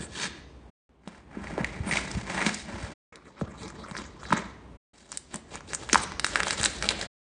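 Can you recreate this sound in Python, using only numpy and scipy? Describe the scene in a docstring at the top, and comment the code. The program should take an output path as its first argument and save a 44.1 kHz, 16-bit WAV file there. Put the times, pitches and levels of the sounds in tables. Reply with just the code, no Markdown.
"""A keyboard slides off its tray in a bare room, the first of four close-up passages of unpacking a box.
Then fingernails pry a wrapped power adapter and a paper-wrapped mouse out of card compartments, and a stiff
wrapping sheet is peeled back, snapping as it buckles. Rubbing is filtered stick-slip noise; taps, catches,
snaps and knocks are damped modes falling in pitch; the room adds decaying scatter, a low rumble and a hush."""
import sys
import numpy as np
from scipy import signal
from scipy.fft import rfft, irfft, next_fast_len
from scipy.io import wavfile
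from scipy.ndimage import uniform_filter1d

SR = 44100
rng = np.random.default_rng(int(sys.argv[2]) if len(sys.argv) > 2 else 0)


def master(y):
    """Save y as 16-bit WAV."""
    cut = np.clip(np.atleast_2d(y).T, -1, 1)
    pcm = np.round(cut * 32767)  # scale
    wavfile.write(sys.argv[1], SR, pcm.astype(np.int16))


N = 318843
TIME = np.arange(N) / SR  # s
FREQS = np.maximum(np.fft.rfftfreq(N, 1 / SR), 1)  # Hz
# the four passages, with silence between them: start t/s, end t/s
PASSAGES = [(-.02, .7), (.893, 2.935), (3.125, 4.768), (4.935, 7.068)]


def keyboard_rubbing():
    """Sliding friction: slips on the tray excite the keyboard's modes."""
    # strokes of the hand: start t/s, length t/s, scraping level/dB, hiss over scraping level/dB
    strokes = [(0, 0.039, -45.5, -3.5), (.152, 0.02, -52.5, 5.5), (.185, 0.039, -38, -1),
               (.236, 0.021, -34, -1), (.285, 0.11, -52.5, -11)]
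    # spectrum of the rubbing: f/Hz, relative density level/dB per Hz
    colour = [(130, 9), (215, 12), (430, 1.5), (560, -13.5), (1500, -12.5), (2050, -13.5), (3600, -9),
              (6000, -13), (8500, -13), (10000, -21)]
    # resonances: f/Hz, width f/Hz, level over the plain rubbing/dB
    modes = [(1730, 140, 9.5), (2410, 82, -1), (3620, 200, 4), (4400, 170, 2.5), (6440, 70, 4.5)]
    slips = friction(per_s=1600, spread_db=1, clump_db=2, smooth=0.3)
    return rubbing(strokes, colour, modes, slips,
                   attack_s=0.073, release_s=0.04, flex_db=-2, wander_db=1.5)


def adapter_rubbing():
    """Stick-slip on card, with creases that yield and ring in the wrapping."""
    # strokes of the hand: start t/s, length t/s, scraping level/dB, hiss over scraping level/dB
    strokes = [(1.085, 0.099, -56, -9), (1.34, 0.074, -50, -15.5), (1.44, 0.096, -46, -10),
               (1.592, 0.027, -39, -17.5), (1.66, 0.035, -54, -0.5), (1.735, 0.046, -50, -7),
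               (1.872, 0.035, -38, -12.5), (1.935, 0.048, -35, -1.5), (2.04, 0.097, -46.5, -2.5),
               (2.15, 0.066, -46, -4), (2.298, 0.085, -36, -7.5), (2.39, 0.062, -32, -11),
               (2.465, 0.014, -33, -2.5), (2.535, 0.07, -55, 10.5), (2.69, 0.073, -44, -9),
               (2.8, 0.06, -44, -5.5), (2.88, 0.077, -52, -5.5)]
    # spectrum of the rubbing: f/Hz, relative density level/dB per Hz
    colour = [(120, -3), (170, 3), (300, -5), (500, -10.5), (690, -4), (1150, -7.5), (2100, -7.5),
              (2900, -16), (6000, -19.5), (9000, -21), (10000, -32)]
    slips = friction(per_s=1800, spread_db=2, clump_db=4, smooth=0.55)
    slips += crinkles(per_s=110, level_db=0, spread_db=2.5, centre_hz=2800, spread_octaves=0.7, cycles=7)
    return rubbing(strokes, colour, [], slips,
                   attack_s=0.069, release_s=0.084, flex_db=1.0, wander_db=1.0)


def mouse_rubbing():
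    """Stick-slip on card and lower-pitched paper creases excite the wrapped mouse's modes."""
    # strokes of the hand: start t/s, length t/s, scraping level/dB, hiss over scraping level/dB
    strokes = [(3.125, 0.011, -52.5, -15.5), (3.275, 0.014, -55.5, -8), (3.4, 0.0076, -52, -6),
               (3.475, 0.047, -55, -9.5), (3.605, 0.042, -48.5, -4), (3.645, 0.023, -47, -9.5),
               (3.76, 0.16, -50, -10), (3.984, 0.028, -45.5, -3.5), (4.235, 0.04, -49, -5),
               (4.356, 0.013, -36.5, -5), (4.42, 0.064, -58.5, -16.5), (4.56, 0.29, -72.5, -36)]
    # spectrum of the rubbing: f/Hz, relative density level/dB per Hz
    colour = [(110, 2.5), (210, -5), (330, -7), (800, -6.5), (1100, -3), (1600, -9.5), (2100, -8.5),
              (2800, -20), (3900, -16), (4800, -20.5), (7500, -19.5), (10000, -31)]
    # resonances: f/Hz, width f/Hz, level over the plain rubbing/dB
    modes = [(181.7, 60, -5), (387, 290, 1), (1177, 92, 1), (2250, 860, -2.5)]
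    slips = friction(per_s=1800, spread_db=2, clump_db=4, smooth=0.55)
    slips += crinkles(per_s=110, level_db=-0.5, spread_db=3, centre_hz=1800, spread_octaves=0.6, cycles=9)
    return rubbing(strokes, colour, modes, slips,
                   attack_s=0.093, release_s=0.095, flex_db=-1.0, wander_db=5.5)


def sheet_rubbing():
    """Dense stick-slip and yielding creases excite a stiff sheet."""
    # strokes of the hand: start t/s, length t/s, scraping level/dB, hiss over scraping level/dB
    strokes = [(4.95, 0.16, -62.5, -0.5), (5.135, 0.025, -52.5, 1), (5.337, 0.025, -46.5, -3.5),
               (5.53, 0.038, -45.5, -3), (5.7, 0.042, -48, 0), (5.82, 0.023, -45, -2),
               (5.93, 0.048, -39, 2.5), (6.02, 0.02, -45, 4), (6.09, 0.062, -50.5, -8.5),
               (6.262, 0.05, -49, 6), (6.345, 0.055, -35.5, -6), (6.41, 0.075, -39, -11),
               (6.472, 0.07, -38, -0.5), (6.594, 0.0099, -33.5, -2), (6.638, 0.028, -34, -2.5),
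               (6.69, 0.1, -51.5, 5.5), (6.845, 0.021, -34, -6.5), (6.9, 0.018, -32.5, -9.5),
               (6.96, 0.032, -42, -7), (7.01, 0.023, -38, -3.5)]
    # spectrum of the rubbing: f/Hz, relative density level/dB per Hz
    colour = [(190, 3.5), (430, -0.5), (650, 0), (950, -8), (1850, -3.5), (2600, -5), (4000, 2), (6400, -1),
              (7600, 2.5), (10000, -7)]
    # resonances: f/Hz, width f/Hz, level over the plain rubbing/dB
    modes = [(810, 98, -0.56)]
    slips = friction(per_s=2000, spread_db=2, clump_db=4.5, smooth=0.55)
    slips += crinkles(per_s=70, level_db=3.5, spread_db=3, centre_hz=3000, spread_octaves=0.8, cycles=7)
    return rubbing(strokes, colour, modes, slips,
                   attack_s=0.049, release_s=0.038, flex_db=-3.0, wander_db=3.0)


def friction(per_s, spread_db, clump_db, smooth):
    """Stick-slip: fibres catch and let go in clumps of tiny slips, over a smooth sliding noise."""
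    sizes = from_db(spread_db * np.minimum(rng.exponential(1, N), 4))
    sizes = sizes * rng.choice([-1, 1], N)
    happens = rng.random(N) < per_s / SR
    slips = sizes * happens * from_db(clump_db * drift(TIME, rate=140))
    # a steady hand releases about the same energy in every stretch of the stroke
    energy = uniform_filter1d(slips ** 2, size=SR // 25)
    steady = slips / np.sqrt(np.maximum(energy, 1e-6))
    return steady + smooth * rng.standard_normal(N)


def crinkles(per_s, level_db, spread_db, centre_hz, spread_octaves, cycles):
    """Sudden yielding: at random moments a crease gives way and rings briefly at a pitch of its own."""
    out, t = np.zeros(N), TIME[:SR // 50]
    chance = np.clip(rng.standard_normal((N, 2)), -2, 2)
    for i in np.flatnonzero(rng.random(N) < per_s / SR):
        size, pitch = chance[i]
        hz = centre_hz * 2 ** (spread_octaves * pitch)
        ring = damped(t, hz, t60=cycles / hz, rise=0.5 / hz)
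        add(out, i / SR, from_db(level_db + spread_db * size) * ring)
    return out


def rubbing(strokes, colour, modes, slips, attack_s, release_s, flex_db, wander_db):
    """Forced vibration: slips make the object flex in the bass, scrape in the middle and hiss on top."""
    # flexing, scraping and hissing: low f/Hz, high f/Hz
    bands = [(130, 500), (500, 2800), (2800, 10000)]
    wander_per_s = 45  # how often the colour of a rub shifts
    touching = (TIME > strokes[0][0] - 0.1) & (TIME < strokes[-1][0] + 0.25)
    t, out = TIME[touching], np.zeros(N)
    size = next_fast_len(len(t))
    hz = np.maximum(np.fft.rfftfreq(size, 1 / SR), 1)
    peaks = sum(from_db(2 * db) / (1 + (2 * (hz - centre) / width) ** 2) for centre, width, db in modes)
    response = from_db(at_hz(colour, hz)) * np.sqrt(1 + peaks) * band(hz, 132, 12000)
    shaken = rfft(slips[touching], size) * response
    levels = stroke_levels(strokes, t, attack_s, release_s, flex_db)
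    drive_db = []
    for db, edges in zip(levels, bands):
        band_rms = irfft(shaken * band(hz, *edges), size).std()
        drive_db.append(db - 20 * np.log10(band_rms))
    centres = np.geomspace(150, 9000, 16)  # Hz, of overlapping triangular bands
    for centre, this_band in zip(centres, np.eye(len(centres))):
        weight = np.interp(np.log(hz), np.log(centres), this_band)
        part = irfft(shaken * weight, size)[:len(t)]
        # the drive blends from flexing (0) over scraping (1) to hissing (2), so a fading rub darkens gradually
        register = at_hz([(300, 0), (750, 0.9), (2200, 1.1), (3800, 2)], centre)
        level_db = sum(max(1 - abs(register - k), 0) * db for k, db in enumerate(drive_db))
        # the point of contact wanders, and the colour with it
        out[touching] += part * from_db(level_db + wander_db * drift(t, wander_per_s))
    return out


def stroke_levels(strokes, t, attack_s, release_s, flex_db):
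    """Energy summation: strokes rise 20 dB per attack, hold, and fall 20 dB per release; flexing is compressed."""
    light_touch_db, flex_follows = -45.5, 0.42  # flexing takes only this share of the rise above a light touch
    scrape = hiss = 1e-12
    for s, length, db, hiss_db in strokes:
        outside = np.maximum(s - t, 0) / attack_s + np.maximum(t - s - length, 0) / release_s
        power = from_db(db - 20 * outside) ** 2
        scrape = scrape + power
        hiss = hiss + power * from_db(hiss_db) ** 2
    scrape_db = 10 * np.log10(scrape)
    held_back_db = (1 - flex_follows) * np.maximum(scrape_db - light_touch_db, 0)
    return scrape_db + flex_db - held_back_db, scrape_db, 10 * np.log10(hiss)


def snaps():
    """Buckling instability: the wrapping snaps over, with a crack and a ring that falls in pitch."""
    # t/s, ring level/dB, ring f/Hz, ring t60/s, crack level/dB, crack f/Hz (before the offsets and glide below)
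    rows = [(2.1147, -51.5, 560, 0.0082, -29.5, 5400), (2.5425, -48, 2300, 0.0067, -31, 5500),
            (2.5454, -48.5, 2140, 0.005, -25.5, 7240), (3.1572, -39, 2460, 0.0048, -39.5, 3950),
            (3.6315, -41, 775, .005, -40.5, 4950), (3.68, -34.5, 1180, 0.0046, -42, 4660),
            (3.7025, -34, 1750, 0.011, -43, 7100), (3.912, -28, 1144, 0.0072, -39, 4180),
            (5.1184, -31.5, 1285, 0.005, -27, 7330), (5.1265, -30.5, 1310, 0.0066, -37, 5460),
            (5.1733, -31, 1950, 0.0027, -19.5, 8180), (5.3427, -19, 880, 0.0012, -27, 7840),
            (5.3583, -34, 1330, 0.02, -26.5, 8200), (5.5555, -24, 940, 0.0044, -32, 6950),
            (5.607, -31, 1330, 0.0065, -48, 6000), (5.7336, -16, 1550, 0.0023, -28.5, 6230),
            (5.7483, -25, 1390, .005, -20.5, 7000), (5.8903, -22, 1290, 0.0048, -33, 3040),
            (5.8973, -16.5, 2200, 0.0035, -54, 2980), (5.93, -10, 2000, 0.0042, -11.5, 6000),
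            (5.932, -7.5, 1800, 0.0028, -13, 6200), (5.9453, -3.5, 1340, 0.0039, -17.5, 4940),
            (5.9566, -0.5, 1150, 0.0088, -44, 6920), (6.035, -39, 1300, 0.0068, -26.5, 8400),
            (6.1196, -21.5, 1190, 0.0063, -38, 4130), (6.1962, -14, 1620, 0.0027, -20.5, 4400),
            (6.2451, -6, 1770, 0.0034, -14.5, 3870), (6.2659, -18, 1790, 0.0079, -24.5, 7800),
            (6.3574, -4, 1690, 0.0048, -24, 5230), (6.4035, -7, 1700, 0.0038, -26, 7360),
            (6.4324, -15, 1770, 0.0067, -23.5, 4570), (6.4695, -15.5, 870, 0.0043, -32, 4970),
            (6.4825, -16.5, 1570, 0.0017, -23, 6700), (6.5076, -9, 1880, 0.0019, -17, 4400),
            (6.529, -21, 1680, 0.0068, -28, 8350), (6.6129, -22, 1820, 0.0092, -24, 7560),
            (6.632, -16, 1840, 0.0063, -18.5, 7650), (6.6403, -16, 2100, 0.0081, -17.5, 4280),
            (6.6493, -30.5, 2320, .004, -16, 8200), (6.6547, -15.5, 1910, 0.0055, -21, 7400),
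            (6.658, -7.5, 1980, 0.0022, -14, 3560), (6.825, -13, 1760, 0.00315, -24, 5200),
            (6.843, -21, 1770, 0.0079, -30.5, 4530), (6.8893, -11.5, 3300, 0.003, -14, 3900),
            (6.906, -23.5, 3080, 0.0048, -23, 3470), (7.013, -23.5, 1980, 0.0091, -22.5, 4060)]
    # first pitch ratio, last pitch ratio, time constant/nominal cycles
    glide = (1.254, 0.3, 3.09)
    return click_sounds(rows, ring_db=-0.46, glide=glide, crack_db=7.0, crack_t60=0.0017,
                        splinter_db=4.5, splinter_t60=0.015, splinter_reach=0.69)


def taps():
    """Impact excitation: fingernails strike card, which rings briefly."""
    # t/s, ring level/dB, ring f/Hz, ring t60/s, crack level/dB (before the offsets and glide below)
    rows = [(1.076, -27, 740, 0.0031, -39), (1.5792, -18, 650, 0.0052, -41.5),
            (1.589, -22, 645, 0.0061, -44.5), (1.604, -23, 630, 0.0049, -45),
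            (1.9567, -18.5, 690, 0.011, -27), (2.4648, -13, 2230, 0.0029, -20),
            (3.412, -24.5, 1210, 0.0073, -46.5), (3.952, -21, 1420, 0.0032, -44.5),
            (3.9668, -20.5, 1780, 0.0035, -33), (3.9864, -26, 1240, 0.0065, -39),
            (4.232, -27, 1200, 0.0074, -45.5), (4.2536, -28, 1790, 0.0054, -52.5),
            (4.3057, -19, 1400, 0.0066, -37.5), (4.324, -10.5, 1030, 0.011, -44),
            (4.3272, -3, 1130, 0.0041, -23.5)]
    # first pitch ratio, last pitch ratio, time constant/nominal cycles
    glide = (1.07, 0.85, 5.1)
    crack_hz = 3150
    return click_sounds([(*tap, crack_hz) for tap in rows], ring_db=0.5, glide=glide, crack_db=9.5,
                        crack_t60=0.0011, splinter_db=-2.5, splinter_t60=0.038, splinter_reach=1.0)


def catches():
    """Stick and release: the adapter catches on the compartment wall and lets go with a short chirp."""
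    # t/s, ring level/dB, ring f/Hz (before the offset and glide below)
    rows = [(1.471, -28, 2110), (1.645, -13.5, 2105), (1.743, -34, 2370), (1.9118, -14.5, 2110),
            (1.9158, -18.5, 2070), (1.9255, -16.5, 2230), (1.9353, -15.5, 2080), (1.9618, -26, 2300),
            (1.9711, -11.5, 2410), (1.9857, -22, 1460), (2.3004, -25.5, 2170), (2.3787, -19, 2080),
            (2.4056, -20, 2200), (2.4165, -18, 2170), (2.4242, -17.5, 2030), (2.4918, -18, 1830)]
    # first pitch ratio, last pitch ratio, time constant/nominal cycles
    glide = (1.067, 0.76, 7.0)
    t60_s, crack_over_ring_db = 0.014, -14  # the crack level is also offset by crack_db
    clicks = [(s, db, hz, t60_s, db + crack_over_ring_db, 2 * hz) for s, db, hz in rows]
    return click_sounds(clicks, ring_db=-1.0, glide=glide, crack_db=-0.5, crack_t60=0.0032,
                        splinter_db=-0.5, splinter_t60=0.016, splinter_reach=0.6)


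def click_sounds(rows, ring_db, glide, crack_db, crack_t60, splinter_db, splinter_t60, splinter_reach):
    """Transient excitation: a sharp crack, a short spray of snapping fibres, and a falling ring of the panel."""
    out, t = np.zeros(N), np.arange(SR // 20) / SR
    for s, level, hz, t60, crack_level, crack_hz in rows:
        panel = bending(t, hz, t60, 0.00025, glide)
        cutoff_hz = min(splinter_reach * crack_hz, SR / 4)
        treble = signal.butter(2, cutoff_hz, "high", fs=SR, output="sos")
        spray = signal.sosfilt(treble, rng.standard_normal(len(t)))
        spray = spray * from_db(-60 * t / splinter_t60) * (1 - np.exp(-t / 0.0005))
        crack = from_db(crack_db) * damped(t, crack_hz, crack_t60, 0.00025) + from_db(splinter_db) * spray
        add(out, s, from_db(level + ring_db) * panel + from_db(crack_level) * crack)
    return out


def knocks():
    """Impact excitation: a soft blow sets a box wall swinging."""
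    # t/s, level/dB, f/Hz before the glide, t60/s
    blows = [(.002, -32, 160, 0.06), (1.073, -31.5, 200, 0.034), (1.37, -25.5, 233, 0.032),
             (1.526, -30, 200, 0.076), (1.579, -21.5, 417, 0.041), (1.604, -21, 175, 0.064),
             (1.801, -21.5, 85, 0.061), (1.868, -27, 241, 0.12), (1.926, -23.5, 160, 0.043),
             (2.147, -25.5, 71.5, 0.088), (2.167, -23.5, 164, 0.11), (2.465, -17.5, 217, 0.028),
             (2.733, -32, 93, 0.083), (2.832, -27.5, 92, 0.063), (3.414, -21.5, 446, 0.016),
             (3.418, -19.5, 165, 0.03), (3.428, -27, 95.5, 0.06), (3.911, -33.5, 175, 0.093),
             (4.31, -25, 180, 0.032), (4.332, -15.5, 169.3, 0.024), (5.347, -32, 200, 0.067),
             (5.931, -17.5, 285, 0.041), (6.6, -24.5, 79.5, 0.022)]
    # first pitch ratio, last pitch ratio, time constant/nominal cycles
    glide = (1.9, 0.7, 0.85)
    out, t = np.zeros(N), np.arange(SR // 4) / SR
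    for s, db, hz, t60 in blows:
        add(out, s, from_db(db) * bending(t, hz, t60, 0.5 / hz, glide))
    return out


def bending(t, hz, t60, rise, glide):
    """Dispersion: short bending waves travel fastest, so a struck panel drops in pitch as it dies away."""
    first, last, cycles = glide
    pitch = hz * (last + (first - last) * np.exp(-t * hz / cycles))
    return swell_and_decay(t, t60, rise) * np.sin(2 * np.pi * np.cumsum(pitch) / SR)


def damped(t, hz, t60, rise):
    """Free damped vibration: a struck mode at constant pitch."""
    return swell_and_decay(t, t60, rise) * np.sin(2 * np.pi * hz * t)


def swell_and_decay(t, t60, rise):
    """Exponential damping after a swell over the contact time; peak 1."""
    envelope = (1 - np.exp(-(t / rise) ** 2)) * from_db(-60 * t / t60)
    return envelope / envelope.max()


def squeaks():
    """Very fast stick-slip: wrapping and metal skid with a thin, high band of noise that swells and fades."""
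    # start t/s, length t/s, level/dB, f/Hz, width f/Hz
    skids = [(0, .07, -43.5, 8240, 1490), (0.212, 0.048, -40.5, 6330, 120),
             (1.855, 0.088, -42.5, 8860, 900), (5.732, 0.034, -36, 7900, 1100),
             (6.012, 0.03, -38, 8600, 1300), (6.254, 0.031, -40.5, 8900, 1300)]
    out = np.zeros(N)
    for s, length, db, hz, width in skids:
        sos = signal.butter(2, [hz - width / 2, hz + width / 2], "band", fs=SR, output="sos")
        swell = np.sqrt(np.hanning(int(length * SR)))
        noise = rms_one(signal.sosfilt(sos, rng.standard_normal(SR)))
        add(out, s, from_db(db) * swell * noise[-len(swell):])
    return out


def room_response(near_db, near_t60, far_db):
    """Reverberation: quick scatter from box and desk, then a diffuse tail that dies band by band."""
    # reverberation time: f/Hz, t60/s
    tail_t60 = [(100, 0.26), (500, 0.6), (1500, 0.61), (4000, 0.83), (10000, 0.088)]
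    # spectrum of the reflections: f/Hz, gain level/dB
    colour = [(60, 0.5), (130, -3), (200, 3.5), (300, 1.5), (410, 5), (540, -0.5), (680, 1), (1200, -0.5),
              (3000, 4), (10000, -5.5)]
    t, out = TIME[:SR], np.zeros(SR)
    edges = np.geomspace(60, 12000, 9)  # Hz
    for low, high in zip(edges, edges[1:]):
        hz = np.sqrt(low * high)
        near = from_db(-60 * t / near_t60) * (t > 0.001)
        far = from_db(-60 * t / at_hz(tail_t60, hz)) * (t > 0.006)
        envelope = from_db(near_db) * near / np.linalg.norm(near)
        envelope = envelope + from_db(far_db) * far / np.linalg.norm(far)
        sos = signal.butter(2, [low, high], "band", fs=SR, output="sos")
        out += from_db(at_hz(colour, hz)) * signal.sosfilt(sos, envelope * rng.standard_normal(SR))
    return out


def rumble():
    """Modal colouring: dull noise round the room's lowest resonance, under a hush that rises and falls with it."""
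    # rumble level, one curve per passage: t/s, level/dB before rumble_db is added
    curves = [
        [(0.05, -48), (0.188, -58), (0.5, -56)],
        [(1.06, -68), (1.59, -45.5), (2.72, -55)],
        [(3.3, -66.5), (3.556, -55.5), (4.55, -54)],
        [(5.11, -66.5), (5.948, -48.5), (6.85, -49)],
    ]
    # spectrum of the rumble: f/Hz, relative density level/dB per Hz
    rumble_colour = [(20, -31), (40, -17), (59, -0.5), (80, -8), (120, -13.5), (170, -20.5), (300, -50.5)]
    # spectrum of the hush: f/Hz, relative density level/dB per Hz
    hush_colour = [(84, -35.5), (145, -7), (302, -10.5), (455, -13), (489, -16), (1050, -21), (1450, -28),
                   (3190, -34.5), (10000, -61.5), (13000, -96.5), (22000, -120)]
    rumble_db = 3.5
    hush_db, hush_follows = -52, 0.81  # level at mean rumble; share of the rumble's swing
    low = coloured_noise(rumble_colour)
    hush = coloured_noise(hush_colour)
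    level_db = np.zeros(N)
    for (start, _), curve in zip(PASSAGES, curves):
        later = TIME >= start
        level_db[later] = np.interp(TIME[later], *np.transpose(curve))
    swing_db = level_db - level_db.mean()
    return from_db(level_db + rumble_db) * low + from_db(hush_db + hush_follows * swing_db) * hush


def coloured_noise(colour):
    """Spectral shaping of white noise, scaled to unit power."""
    return rms_one(irfft(rfft(rng.standard_normal(N)) * from_db(at_hz(colour, FREQS)), N))


def from_db(db):
    """Level to amplitude: 20 dB is a factor of ten."""
    return 10 ** (np.asarray(db) / 20)


def rms_one(x):
    """Power normalisation: scale to unit mean square."""
    return x / np.sqrt(np.mean(x ** 2) + 1e-20)


def at_hz(points, hz):
    """Logarithmic frequency scale: interpolate a table along it."""
    points = np.array(points)
    return np.interp(np.log(hz), np.log(points[:, 0]), points[:, 1])


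def band(hz, low, high):
    """Band-pass filtering: gain with steep edges."""
    return 1 / np.sqrt((1 + (low / hz) ** 12) * (1 + (hz / high) ** 12))


def drift(t, rate):
    """Slow random modulation: chance values, rate per second, joined by lines."""
    return np.interp(t * rate, np.arange(N // 20), rng.standard_normal(N // 20))


def add(track, s, sound):
    """Superposition: mix a sound in at a time in seconds."""
    start = max(round(s * SR), 0)
    track[start:start + len(sound)] += sound[:N - start]


def scene():
    """Superposition of direct sound, its reverberation and the background."""
    rubs = keyboard_rubbing() + adapter_rubbing() + mouse_rubbing() + sheet_rubbing() + squeaks()
    hits = snaps() + taps() + catches() + knocks()
    room = room_response(near_db=-10.5, near_t60=0.016, far_db=-12.0)
    echo = signal.fftconvolve(hits + rubs, room)[:N]
    return (rubs + hits + echo + rumble())[None]


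def record(dry):
    """Saturation and low-pass filtering: peaks are rounded, short fades part the passages, the top is cut."""
    cutoff_hz = 9750
    kept = sum(np.interp(TIME, [start - 0.002, start + 0.002, end - 0.005, end + 0.004], [0, 1, 1, 0])
               for start, end in PASSAGES)
    rounded = dry / (1 + (dry / 0.95) ** 6) ** (1 / 6)
    low_pass = signal.firwin(201, cutoff_hz, window=("kaiser", 7), fs=SR)
    return signal.fftconvolve(rounded * kept, low_pass[None], mode="same")


dry = scene()
out = record(dry)
master(out)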